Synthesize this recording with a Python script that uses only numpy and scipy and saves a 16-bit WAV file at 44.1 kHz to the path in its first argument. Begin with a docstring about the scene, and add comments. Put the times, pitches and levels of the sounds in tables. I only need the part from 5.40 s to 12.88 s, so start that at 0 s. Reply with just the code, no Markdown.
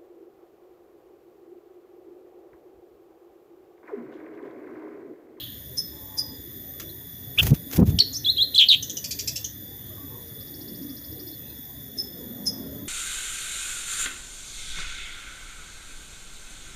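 """A porch in a village. A caged bulbul peeps, flutters past the microphone and back, then sings slurred
whistles, two harsh notes and a dry rattle. Its voice is a vibrating membrane in the syrinx, echoed by
cage, walls and roof; its wings swish and push dull gusts of air at the microphone. Outside are traffic,
a thin wavering whine, a high hiss and far birds. A limiter ducks the loud moments."""
import sys
import numpy as np
from scipy import signal
from scipy.fft import rfft, irfft, next_fast_len
from scipy.io import wavfile
from scipy.ndimage import uniform_filter1d, minimum_filter1d, map_coordinates

SR = 44100
rng = np.random.default_rng(int(sys.argv[2]) if len(sys.argv) > 2 else 0)


def log_audio(samples):
    """Write samples as a 16-bit WAV file to the path given in sys.argv[1]."""
    # one column per channel
    frames = np.atleast_2d(samples).T
    # limit to full scale, then quantise
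    limited = np.clip(frames, -1, 1)
    pcm = np.round(limited * 32767).astype(np.int16)
    wavfile.write(sys.argv[1], SR, pcm)


N = 329868
T = np.arange(N) / SR
PROGRESS = np.linspace(0, 1, 64)  # through a note


def amp(db):
    """Decibels to gain."""
    return 10 ** (np.asarray(db) / 20)


def unit(x):
    """Scale to rms 1."""
    return x / np.sqrt(np.mean(x ** 2) + 1e-20)


def along(points, hz):
    """Interpolate (f/Hz, value) points on a log axis."""
    f, values = np.transpose(points)
    return np.interp(np.log(hz + 1), np.log(f + 1), values)


def curves(rows, t=T):
    """Each column after the first, interpolated at times t."""
    times, *columns = np.transpose(rows)
    return [np.interp(t, np.sort(times), column) for column in columns]


def wobble(rate_hz):
    """Smooth random curve with knots at rate_hz."""
    return map_coordinates(rng.standard_normal(int(N * rate_hz / SR) + 4), [np.arange(N) * rate_hz / SR])


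def filtered(x, response):
    """Zero-phase filter with gain response(hz)."""
    size = next_fast_len(len(x) + 8192)
    return irfft(rfft(x, size) * response(np.fft.rfftfreq(size, 1 / SR)), size)[:len(x)]


def coloured(x, spectrum):
    """Filter by (f/Hz, gain/dB) points."""
    return filtered(x, lambda hz: amp(along(spectrum, hz)))


def noise(spectrum):
    """Coloured noise of rms 1."""
    return unit(coloured(rng.standard_normal(N), spectrum))


def patchy(x, depth_db):
    """Distant sound arrives in patches that drift in time and frequency."""
    bins = signal.stft(x, nperseg=2048)[2]
    field = uniform_filter1d(rng.standard_normal(bins.shape), size=3, axis=0)
    field = uniform_filter1d(field, size=5, axis=1)
    return signal.istft(bins * amp(depth_db * unit(field)), nperseg=2048)[1][:N]


def add(track, start_s, x):
    """Mix x into the track."""
    part = track[max(round(start_s * SR), 0):][:len(x)]
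    part += x[:len(part)]


def fade_db(t, attack_s, release_s, depth_db=25):
    """Attack, hold and release of a note."""
    return depth_db * (np.clip(np.minimum(t / attack_s, (t[-1] - t) / release_s), 0, 1) - 1)


def note(t, hz, db, rough):
    """Syrinx rows: t/s, f/Hz, level/dB, roughness/0-1."""
    return np.column_stack(np.broadcast_arrays(t, hz, db, rough))


def syrinx(notes, harmonics_db, jitter, shimmer_db, rasp_db, flutter_hz):
    """One vibrating membrane; roughness shakes its pitch and strength and adds a rasp."""
    voice = np.zeros(N)
    for rows in notes:
        start, end = min(row[0] for row in rows), max(row[0] for row in rows)
        t = start + np.arange(SR // 2) / SR
        t = t[t <= end]
        hz, db, rough = curves(rows, t)
        shake = lambda rate_hz: map_coordinates(rng.standard_normal(SR // 10), [(t - start) * rate_hz])
        phase = 2 * np.pi * np.cumsum(hz * (1 + jitter * rough * shake(flutter_hz))) / SR
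        tone = sum(amp(level) * np.sin(k * phase) * (k * hz < SR / 2)
                   for k, level in enumerate(harmonics_db, 1))
        rasp = amp(rasp_db) * rough * shake(6000) * np.sin(2 * phase)
        gate = np.clip(np.minimum(t - start, end - t) / .001, 0, 1)
        strength = amp(db + shimmer_db * rough * shake(660))
        add(voice, start, np.sqrt(2) * gate * strength * (tone + rasp))
    return voice


# Porch reverberation: f/Hz, T60/s
PORCH_DECAY = [(200, 0.36), (2600, 0.21), (3700, 0.47), (5500, 0.45), (12000, 0.06)]
# Wall and roof echoes: delay/s, relative level/dB
WALL_ECHOES = [(.0045, 5), (0.01, -10), (0.0161, 3), (0.0192, -20), (.024, -31), (0.035, -48)]


def porch(x, walls_db, scatter_db, tail_db, scatter_t60_s=.11):
    """Direct sound, wall echoes, dense early scatter from cage and roof, and a soft tail."""
    hz, t, bins = signal.stft(rng.standard_normal(SR // 2), SR, nperseg=256)
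    decay = amp(-60 * t / along(PORCH_DECAY, hz)[:, None])
    tail = signal.istft(bins * decay, SR, nperseg=256)[1]
    age = np.arange(len(tail)) / SR
    scatter = rng.standard_normal(len(tail)) * amp(-60 * age / scatter_t60_s) * (age > .003)
    echo = amp(tail_db) * tail / np.linalg.norm(tail)
    echo += amp(scatter_db) * scatter / np.linalg.norm(scatter)
    for delay, db in WALL_ECHOES:
        add(echo, delay, amp([db + walls_db]))
    return x + signal.fftconvolve(x, echo)[:N]


# Traffic spectra: f/Hz, relative density/dB
RUMBLE_SPECTRUM = [(20, -36), (45, -3.5), (68, 6), (125, 5.5), (180, -5.5), (300, -45)]
EXHAUST_SPECTRUM = [(90, -14), (170, 0.5), (270, 4), (420, -3.5), (600, -10.5), (900, -20.5), (1300, -25.5),
                    (2300, -38), (4000, -73)]
# Motorbike: t/s, engine f/Hz, relative level/dB
BIKE_APPROACH = [(4.3, 280, -60), (5.3, 291.4, -51), (5.8, 303, -53.5), (6.2, 298, -63), (6.9, 250.2, -45),
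                 (7.2, 274, -40.5), (7.48, 286.8, -44.5)]
# Engine tones: multiple of f, relative level/dB
BIKE_ORDERS = [(4 / 5, -6.5), (0.97, 0), (2.2, -15)]


def road(rumble_db=-47, traffic_db=-50.5, exhaust_gain_db=-1, hum_gain_db=-2, waver_hz=3):
    """Village traffic rumbles; a far motorbike draws nearer."""
    hz, bike_db = curves(BIKE_APPROACH)
    phase = 2 * np.pi * np.cumsum(hz + waver_hz * wobble(25)) / SR
    hum = sum(amp(bike_db + hum_gain_db + db + 2 * wobble(10)) * np.sin(order * phase)
              for order, db in BIKE_ORDERS)
    exhaust_level = np.hypot(amp(traffic_db), amp(bike_db + exhaust_gain_db))
    exhaust = exhaust_level * patchy(noise(EXHAUST_SPECTRUM), depth_db=5)
    rumble = amp(rumble_db + .37 * wobble(9.9)) * patchy(noise(RUMBLE_SPECTRUM), depth_db=2.4)
    return rumble + exhaust + np.sqrt(2) * hum


# Whine tones at mid swing: f/Hz, level/dB
WHINE_TONES = [(3480, -57.5), (3780, -70.5), (6940, -68), (13330, -65), (13600, -52.5), (13735, -54),
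               (13875, -51), (14145, -53)]
# Noise bands around the whine: f/Hz, width/Hz, level/dB
WHIR_BANDS = [(1840, 370, -61.5), (3440, 155, -57.5), (3730, 96, -68), (6720, 570, -65), (9980, 610, -60),
              (13740, 390, -46.5), (14700, 700, -65)]


def whine(period_s=1.91, lowest_at_s=1.84, rise_fraction=.36, swing=.0115):
    """A thin whine like a small motor's: tones climb and sink together over a steady whir."""
    cycle = (T - lowest_at_s) / period_s % 1
    speed = 1 + swing * np.interp(cycle, [0, rise_fraction, 1], [-1, 1, -1])
    tones = np.zeros(N)
    for hz, db in WHINE_TONES:
        level = amp(db + 2.45 * wobble(14))
        pitch_hz = hz * speed + (7 + hz / 1500) * wobble(70)
        tones += level * np.sin(2 * np.pi * np.cumsum(pitch_hz) / SR)
    power = lambda hz: sum(amp(2 * db) / width / (1 + (2 * (hz - centre) / width) ** 2) ** 2
                           for centre, width, db in WHIR_BANDS)
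    whir = filtered(rng.standard_normal(N), lambda hz: np.sqrt(power(hz) * 2 * SR / np.pi))
    return np.sqrt(2) * tones + whir


# Outdoor noise spectra: f/Hz, relative density/dB
HISS_SPECTRUM = [(1000, -10), (2200, -2.5), (2700, -2.5), (4200, 3), (5300, 8), (6800, 4.5), (7800, -23),
                 (9100, -2.5), (10000, -21), (15400, 5.5)]
FIZZ_SPECTRUM = [(7800, -25), (9100, -19), (9900, -0.5), (11500, -2.5), (12500, -9), (15400, -2.5)]
# Fizz envelope: t/s, relative level/dB
FIZZ_SWELLS = [(0.0, -53.5), (1.04, -58), (2.1, -51.5), (3.9, -54), (4.16, -58.5), (4.87, -52.5),
               (5.67, -53), (6.9, -58.5), (7.48, -57)]


def outdoor_hiss(hiss_db=-57.5, fizz_gain_db=3.5):
    """A high fizz swells and sinks over a soft, patchy hiss."""
    swell_db, = curves(FIZZ_SWELLS)
    fizz = amp(swell_db + fizz_gain_db) * noise(FIZZ_SPECTRUM)
    return fizz + amp(hiss_db) * patchy(noise(HISS_SPECTRUM), depth_db=4.5)


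# Song echo spectrum: f/Hz, relative density/dB
ECHO_SPECTRUM = [(2300, -28), (2900, -6), (3300, 5), (3800, -3), (4500, -9), (5500, -38)]


def fading_echo(start_db=-37, t60_s=.61):
    """The echo of an earlier phrase dies away."""
    return amp(start_db - 60 * T / t60_s) * noise(ECHO_SPECTRUM)


# Distant birds: t/s, length/s, first f/Hz, last f/Hz, level/dB
FAR_GLIDES = [(.5, 0.49, 874, 852, -53), (1.475, .04, 3450, 4180, -46), (4.361, 0.24, 3170, 3200, -61.5),
              (4.411, .28, 1300, 1086, -61.5), (4.667, 0.16, 866, 932, -50.5),
              (5.905, 0.047, 4030, 4470, -50), (5.99, 0.16, 2640, 2700, -67), (6.056, .09, 3900, 4040, -56),
              (6.259, 0.11, 836, 773, -55.5)]


def far_calls(blur_t60_s=.061, rough=.397, edge_db=13):
    """Far calls swell, fade and arrive only as a blur of echoes."""
    age = np.arange(SR // 3) / SR
    echoes = rng.standard_normal(len(age)) * amp(-60 * age / blur_t60_s)
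    arch_db = -edge_db * (2 * PROGRESS - 1) ** 2
    notes = [note(start + PROGRESS * length, first + PROGRESS * (last - first), db + arch_db, rough)
             for start, length, first, last, db in FAR_GLIDES]
    calls = syrinx(notes, [0], jitter=.094, shimmer_db=7.5, rasp_db=-40, flutter_hz=110)
    return signal.fftconvolve(calls, echoes / np.linalg.norm(echoes))[:N]


def far_trill(start_s=4.748, count=17, gap_s=.0617, slowing_s=.00104, flick_s=.019, full_db=-51.5):
    """A small bird trills in steep upward flicks that swell, slow down and end slightly louder."""
    k, t = np.arange(count), flick_s * PROGRESS
    onsets = k * gap_s + k ** 2 * slowing_s / 2
    swell_db = -17 * np.clip(1 - onsets / .44, 0, 1)
    ending_db = 1.5 * np.clip(1 - (onsets[-1] - onsets) / .13, 0, 1)
    levels_db = full_db + swell_db + ending_db + 2 * rng.standard_normal(count)
    hz = 3900 + 1900 * np.sin(np.pi / 2 * t / flick_s)
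    shape_db = fade_db(t, attack_s=.0039, release_s=.0062, depth_db=10)
    flicks = [note(start + t, hz, db + shape_db, rough=.19)
              for start, db in zip(start_s + onsets, levels_db)]
    return syrinx(flicks, [0], jitter=.15, shimmer_db=8, rasp_db=-33, flutter_hz=1500)


# Direct gusts: peak t/s, level/dB, half-width/s, upper edge f/Hz, pressure push/dB
WING_GUSTS = [(2.124, 8.5, 0.011, 147, -19), (2.397, 1.5, 0.012, 226, -20), (2.424, 11, .011, 247, -5),
              (2.44, -2, 0.011, 140, 9.5)]
# Flight wakes: peak t/s, level/dB, half-width/s, upper edge f/Hz
FLIGHT_WAKES = [(2.075, -20.5, 0.056, 90), (2.475, -18, 0.086, 116)]


def wing_wind(low_hz=70, steepness=2.97, push_s=.012):
    """Wakes and turbulent gusts hit the microphone; each gust carries the slow push of the whole wing."""
    air, t = np.zeros(N), np.arange(-SR // 8, SR // 8) / SR
    for peak, db, width, edge_hz, *_ in list(WING_GUSTS) + list(FLIGHT_WAKES):
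        bell = np.exp(-(t / width) ** 2)
        band = lambda hz: hz ** 3 / (hz ** 3 + low_hz ** 3) / (1 + (hz / edge_hz) ** steepness)
        eddies = filtered(rng.standard_normal(len(t)), band)
        add(air, peak + t[0], amp(db) * unit(bell * eddies) * np.sqrt(np.mean(bell ** 2)))
    for peak, *_, push_db in WING_GUSTS:
        add(air, peak + t[0], amp(push_db) * np.exp(-(t / push_s) ** 2))
    return air


# Wingbeats: start t/s, end t/s, period/s, nearest t/s, level/dB
WINGBEATS = [(1.995, 2.16, 0.0376, 2.06, -21.5), (2.335, 2.51, 0.0334, 2.361, -24.5)]
# Feet on perch and bars: t/s, level/dB, decay/s
FOOT_SCUFFS = [(1.398, -32.5, 0.019), (2.145, -37, 0.002), (2.314, -32, 0.0024)]
# Feathers; claws on wood and wire: f/Hz, relative density/dB
FEATHER_SPECTRUM = [(300, 3.5), (1200, -5), (2500, -2.5), (4500, -5.5), (6500, -2.5), (8500, -11),
                    (11000, -2.5), (15000, 3)]
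CLAW_SPECTRUM = [(600, -34), (1300, 2.5), (2600, -2.5), (4500, -5), (6500, 2), (8500, -13), (11000, -4),
                 (15000, -0.5)]


def feathers_and_feet(swish_s=.0074, rustle_s=.033, rustle_db=-10, recede_db_per_s=88, grain_db=2.5):
    """Feathers swish at each wingbeat and rustle between, loudest near the microphone; the feet scuff."""
    strokes, scuffs, t = np.zeros(N), np.zeros(N), np.arange(SR // 8) / SR
    centred = t - t.mean()
    swish = np.exp(-(centred / swish_s) ** 2) + amp(rustle_db) * np.exp(-(centred / rustle_s) ** 2)
    swish /= swish.max()
    for start, end, period, nearest, db in WINGBEATS:
        for beat in np.arange(start, end, period):
            add(strokes, beat + centred[0], amp(db - recede_db_per_s * abs(beat - nearest)) * swish)
    for start, db, decay in FOOT_SCUFFS:
        add(scuffs, start, amp(db) * np.exp(-t / decay))
    friction = strokes * noise(FEATHER_SPECTRUM) + scuffs * noise(CLAW_SPECTRUM)
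    return friction * amp(grain_db * wobble(700))


# Peeps: t/s, f/Hz, level/dB, length/s, relative scratch level/dB
PEEP_NOTES = [(0.37, 5140, -23, 0.038, -8.5), (0.773, 4977, -22, 0.04, -9),
              (6.573, 5210, -25.5, 0.043, -16), (7.058, 5090, -24.5, 0.039, -3.5)]
# Scratchy onset: f/Hz, relative density/dB
SCRATCH_SPECTRUM = [(3900, -25), (4700, -4), (5300, 10.5), (6500, 1), (7500, -18), (9000, -22), (10500, 5),
                    (12500, -35), (15500, -18.5)]


def peeps(scratch_at_s=.012, scratch_width_s=.0096, sag=.0073):
    """Each peep opens with a scratch and settles on a nearly pure, slightly sagging pitch."""
    notes, scratch = [], np.zeros(N)
    for start, hz, db, length, scratch_db in PEEP_NOTES:
        t = length * PROGRESS
        level_db = db + fade_db(t, attack_s=.015, release_s=.013)
        notes.append(note(start + t, hz * (1 + sag * (.5 - PROGRESS)), level_db, rough=.14))
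        scratch += amp(db + scratch_db) * np.exp(-((T - start - scratch_at_s) / scratch_width_s) ** 2)
    tone = syrinx(notes, [0, -18, -36], jitter=.1, shimmer_db=3, rasp_db=-26, flutter_hz=700)
    return tone + scratch * noise(SCRATCH_SPECTRUM)


# Call in flight: t/s, f/Hz, level/dB, roughness/0-1
WARBLE_CONTOUR = [(1.975, 2200, -36, .1), (1.983, 2600, -21, .05), (1.988, 3100, -14, .03),
                  (2.005, 3050, -14, .03), (2.013, 2950, -25, .05)]


def flight_call(warble_hz=98, swing_hz=450, crest_at_s=1.989, under_db=-24, over_db=-36):
    """A quick warble right at the microphone, with faint octaves below and above."""
    hz, db, rough = curves(WARBLE_CONTOUR)
    start, end = WARBLE_CONTOUR[0][0], WARBLE_CONTOUR[-1][0]
    swing = swing_hz * amp(db - db.max()) * np.cos(2 * np.pi * warble_hz * (T - crest_at_s))
    phase = 2 * np.pi * np.cumsum(hz + swing + 400 * rough * wobble(1800)) / SR
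    tone = np.sin(phase) + amp(under_db) * np.sin(phase / 2) + amp(over_db) * np.sin(2 * phase)
    gate = np.clip(np.minimum(T - start, end - T) / .002, 0, 1)
    return np.sqrt(2) * gate * amp(db) * tone


# Rattle buzzes: t/s, f/Hz, level before colouring/dB, length/s
RATTLE_NOTES = [(3.425, 3070, -24, 0.0054), (3.497, 3100, -20, 0.0028), (3.569, 2780, -22, 0.0041),
                (3.641, 2443, -22, 0.0069), (3.708, 2355, -22, 0.0093), (3.789, 2486, -23, 0.0094),
                (3.874, 2457, -20, 0.0096), (3.958, 2650, -23, 0.0085), (4.043, 3110, -24.5, 0.0068)]
# Rattle colour, bright near 6.5 kHz, hollow near 8.7 kHz: f/Hz, gain/dB
RATTLE_COLOUR = [(1500, -12), (2500, -13), (3500, -3.5), (5000, -3.5), (6500, 4), (8700, -13.5),
                 (10500, -14), (12200, -10.5), (15000, -16)]


def rattle(rise=.11, decay_db=5):
    """Very short buzzes, rich in harmonics, that start hard, rise in pitch and break up as they end."""
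    glide = 1 + rise * (PROGRESS - .25)
    rough = .53 * np.minimum(.2 + PROGRESS, 1)
    notes = [note(start + PROGRESS * length, hz * glide, db - decay_db * PROGRESS ** 2, rough)
             for start, hz, db, length in RATTLE_NOTES]
    buzz = syrinx(notes, [-8.5, -6.5, -11, -8, -5], jitter=.15, shimmer_db=3, rasp_db=-1.5,
                  flutter_hz=1170)
    return coloured(buzz, RATTLE_COLOUR)


# Sharp opening chirp: t/s, f/Hz, level/dB, roughness/0-1
CHIRP_CONTOUR = [(2.586, 2740, -37, 0), (2.589, 3080, -12.5, 0.54), (2.591, 5370, -16, 0.45),
                 (2.598, 4400, -26, 0), (2.604, 4470, -8.5, 0), (2.609, 4100, -10, 0),
                 (2.613, 3020, -44, 0), (2.622, 1570, -43, 0.4)]
# Soft high swoop: t/s, f/Hz, level/dB
SWOOP_CONTOUR = [(2.724, 7000, -66), (2.731, 6920, -36.5), (2.747, 5030, -32), (2.776, 5920, -28),
                 (2.787, 6130, -53)]
# Whistles: t/s, held f/Hz, held level/dB, tone length/s, roughness/0-1
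WHISTLE_NOTES = [(2.842, 3370, -21, 0.05, .03), (2.964, 3270, -20.5, 0.055, 0.03),
                 (3.14, 3350, -17, 0.021, 0.25)]


def whistles(flick_s=.017, flick_from_hz=2300, flick_rise_s=.00443, flick_gain_db=-3.5,
             hold_s=.019, slur_hz_per_s=31300, crest_hz=4166, crest_gain_db=5.5):
    """A chirp, a swoop, then whistles: each flicks up, holds lower and slurs toward a louder crest."""
    notes = [CHIRP_CONTOUR, note(*np.transpose(SWOOP_CONTOUR), rough=.31)]
    flick_t = flick_s * PROGRESS
    flick_hz = crest_hz + (flick_from_hz - crest_hz) * np.exp(-flick_t / flick_rise_s)
    flick_db = flick_gain_db + fade_db(flick_t, attack_s=.0071, release_s=.00079)
    for start, hz, db, length, rough in WHISTLE_NOTES:
        notes.append(note(start + flick_t, flick_hz, db + flick_db, rough))
        t = length * PROGRESS
        climb = np.clip((t - hold_s) * slur_hz_per_s / (crest_hz - hz), 0, 1)
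        level_db = db + crest_gain_db * climb + fade_db(t, attack_s=.0018, release_s=.0026)
        notes.append(note(start + flick_s + t, hz + climb * (crest_hz - hz), level_db, rough))
    return syrinx(notes, [0, -35, -42], jitter=.13, shimmer_db=2, rasp_db=-7, flutter_hz=1100)


# Harsh notes: t/s, first f/Hz, target f/Hz, level before colouring/dB, length/s
HARSH_FALLS = [(3.177, 4400, 2958, 3.5, 0.06), (3.285, 4656, 3292, -0.5, 0.057)]
# Throat colour: f/Hz, gain/dB
THROAT_RESPONSE = [(1500, -5), (2100, -10.5), (2700, -5.5), (4800, -5), (6000, -1), (9000, -10),
                   (12000, 3.5)]


def harsh_notes(fall_s=.018, break_at_s=.0266, breaking_s=.0069, clear_db=-2, throb_hz=195, throb_db=2.5):
    """The loudest notes sink in pitch, throb rapidly and break into a rasp halfway."""
    notes = []
    for start, first_hz, target_hz, db, length in HARSH_FALLS:
        t = length * PROGRESS
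        hz = target_hz + (first_hz - target_hz) * np.exp(-t / fall_s)
        level_db = db + clear_db * (t < break_at_s) + fade_db(t, attack_s=.0028, release_s=.011)
        rough = np.interp(t, [break_at_s - breaking_s, break_at_s], [.19, .5])
        notes.append(note(start + t, hz, level_db, rough))
    voice = syrinx(notes, [0, -38, -40, -42], jitter=.18, shimmer_db=3.5, rasp_db=-20, flutter_hz=1300)
    throb_phase = 2 * np.pi * np.cumsum(throb_hz + 50 * wobble(90)) / SR
    throb = unit(amp(throb_db * np.sin(throb_phase)))
    return coloured(voice * throb, THROAT_RESPONSE)


def scene():
    """The bulbul's song, its softer calls with more echo, its flight and the outdoors, in mono."""
    bird = porch(whistles(), walls_db=-15.5, scatter_db=-12.5, tail_db=-15)
    bird += porch(harsh_notes(), walls_db=-10, scatter_db=-9.5, tail_db=-23.5)
    bird += porch(peeps(), walls_db=-12, scatter_db=-6, tail_db=-13, scatter_t60_s=.16)
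    bird += porch(rattle(), walls_db=-7.5, scatter_db=1.5, tail_db=-9, scatter_t60_s=.18)
    far = porch(far_trill(), walls_db=-10, scatter_db=-6, tail_db=-7.5) + far_calls() + fading_echo()
    flight = flight_call() + wing_wind() + feathers_and_feet()
    outdoors = road() + whine() + outdoor_hiss()
    return (bird + far + flight + outdoors)[None]


def record(dry, ceiling=.64, hold_s=.025, low_cut_hz=46, top_hz=15550):
    """A limiter ducks everything around the peaks; filters cut slow pressure swings and the top treble."""
    x, window = dry[0], int(hold_s * SR)
    needed = np.minimum(1, ceiling / (np.abs(x) + 1e-9))
    gain = uniform_filter1d(minimum_filter1d(needed, window), window)
    passband = lambda hz: hz ** 4 / (hz ** 4 + low_cut_hz ** 4) * (hz < top_hz)
    return filtered(x * gain, passband)[None]


dry = scene()
out = record(dry)
log_audio(out)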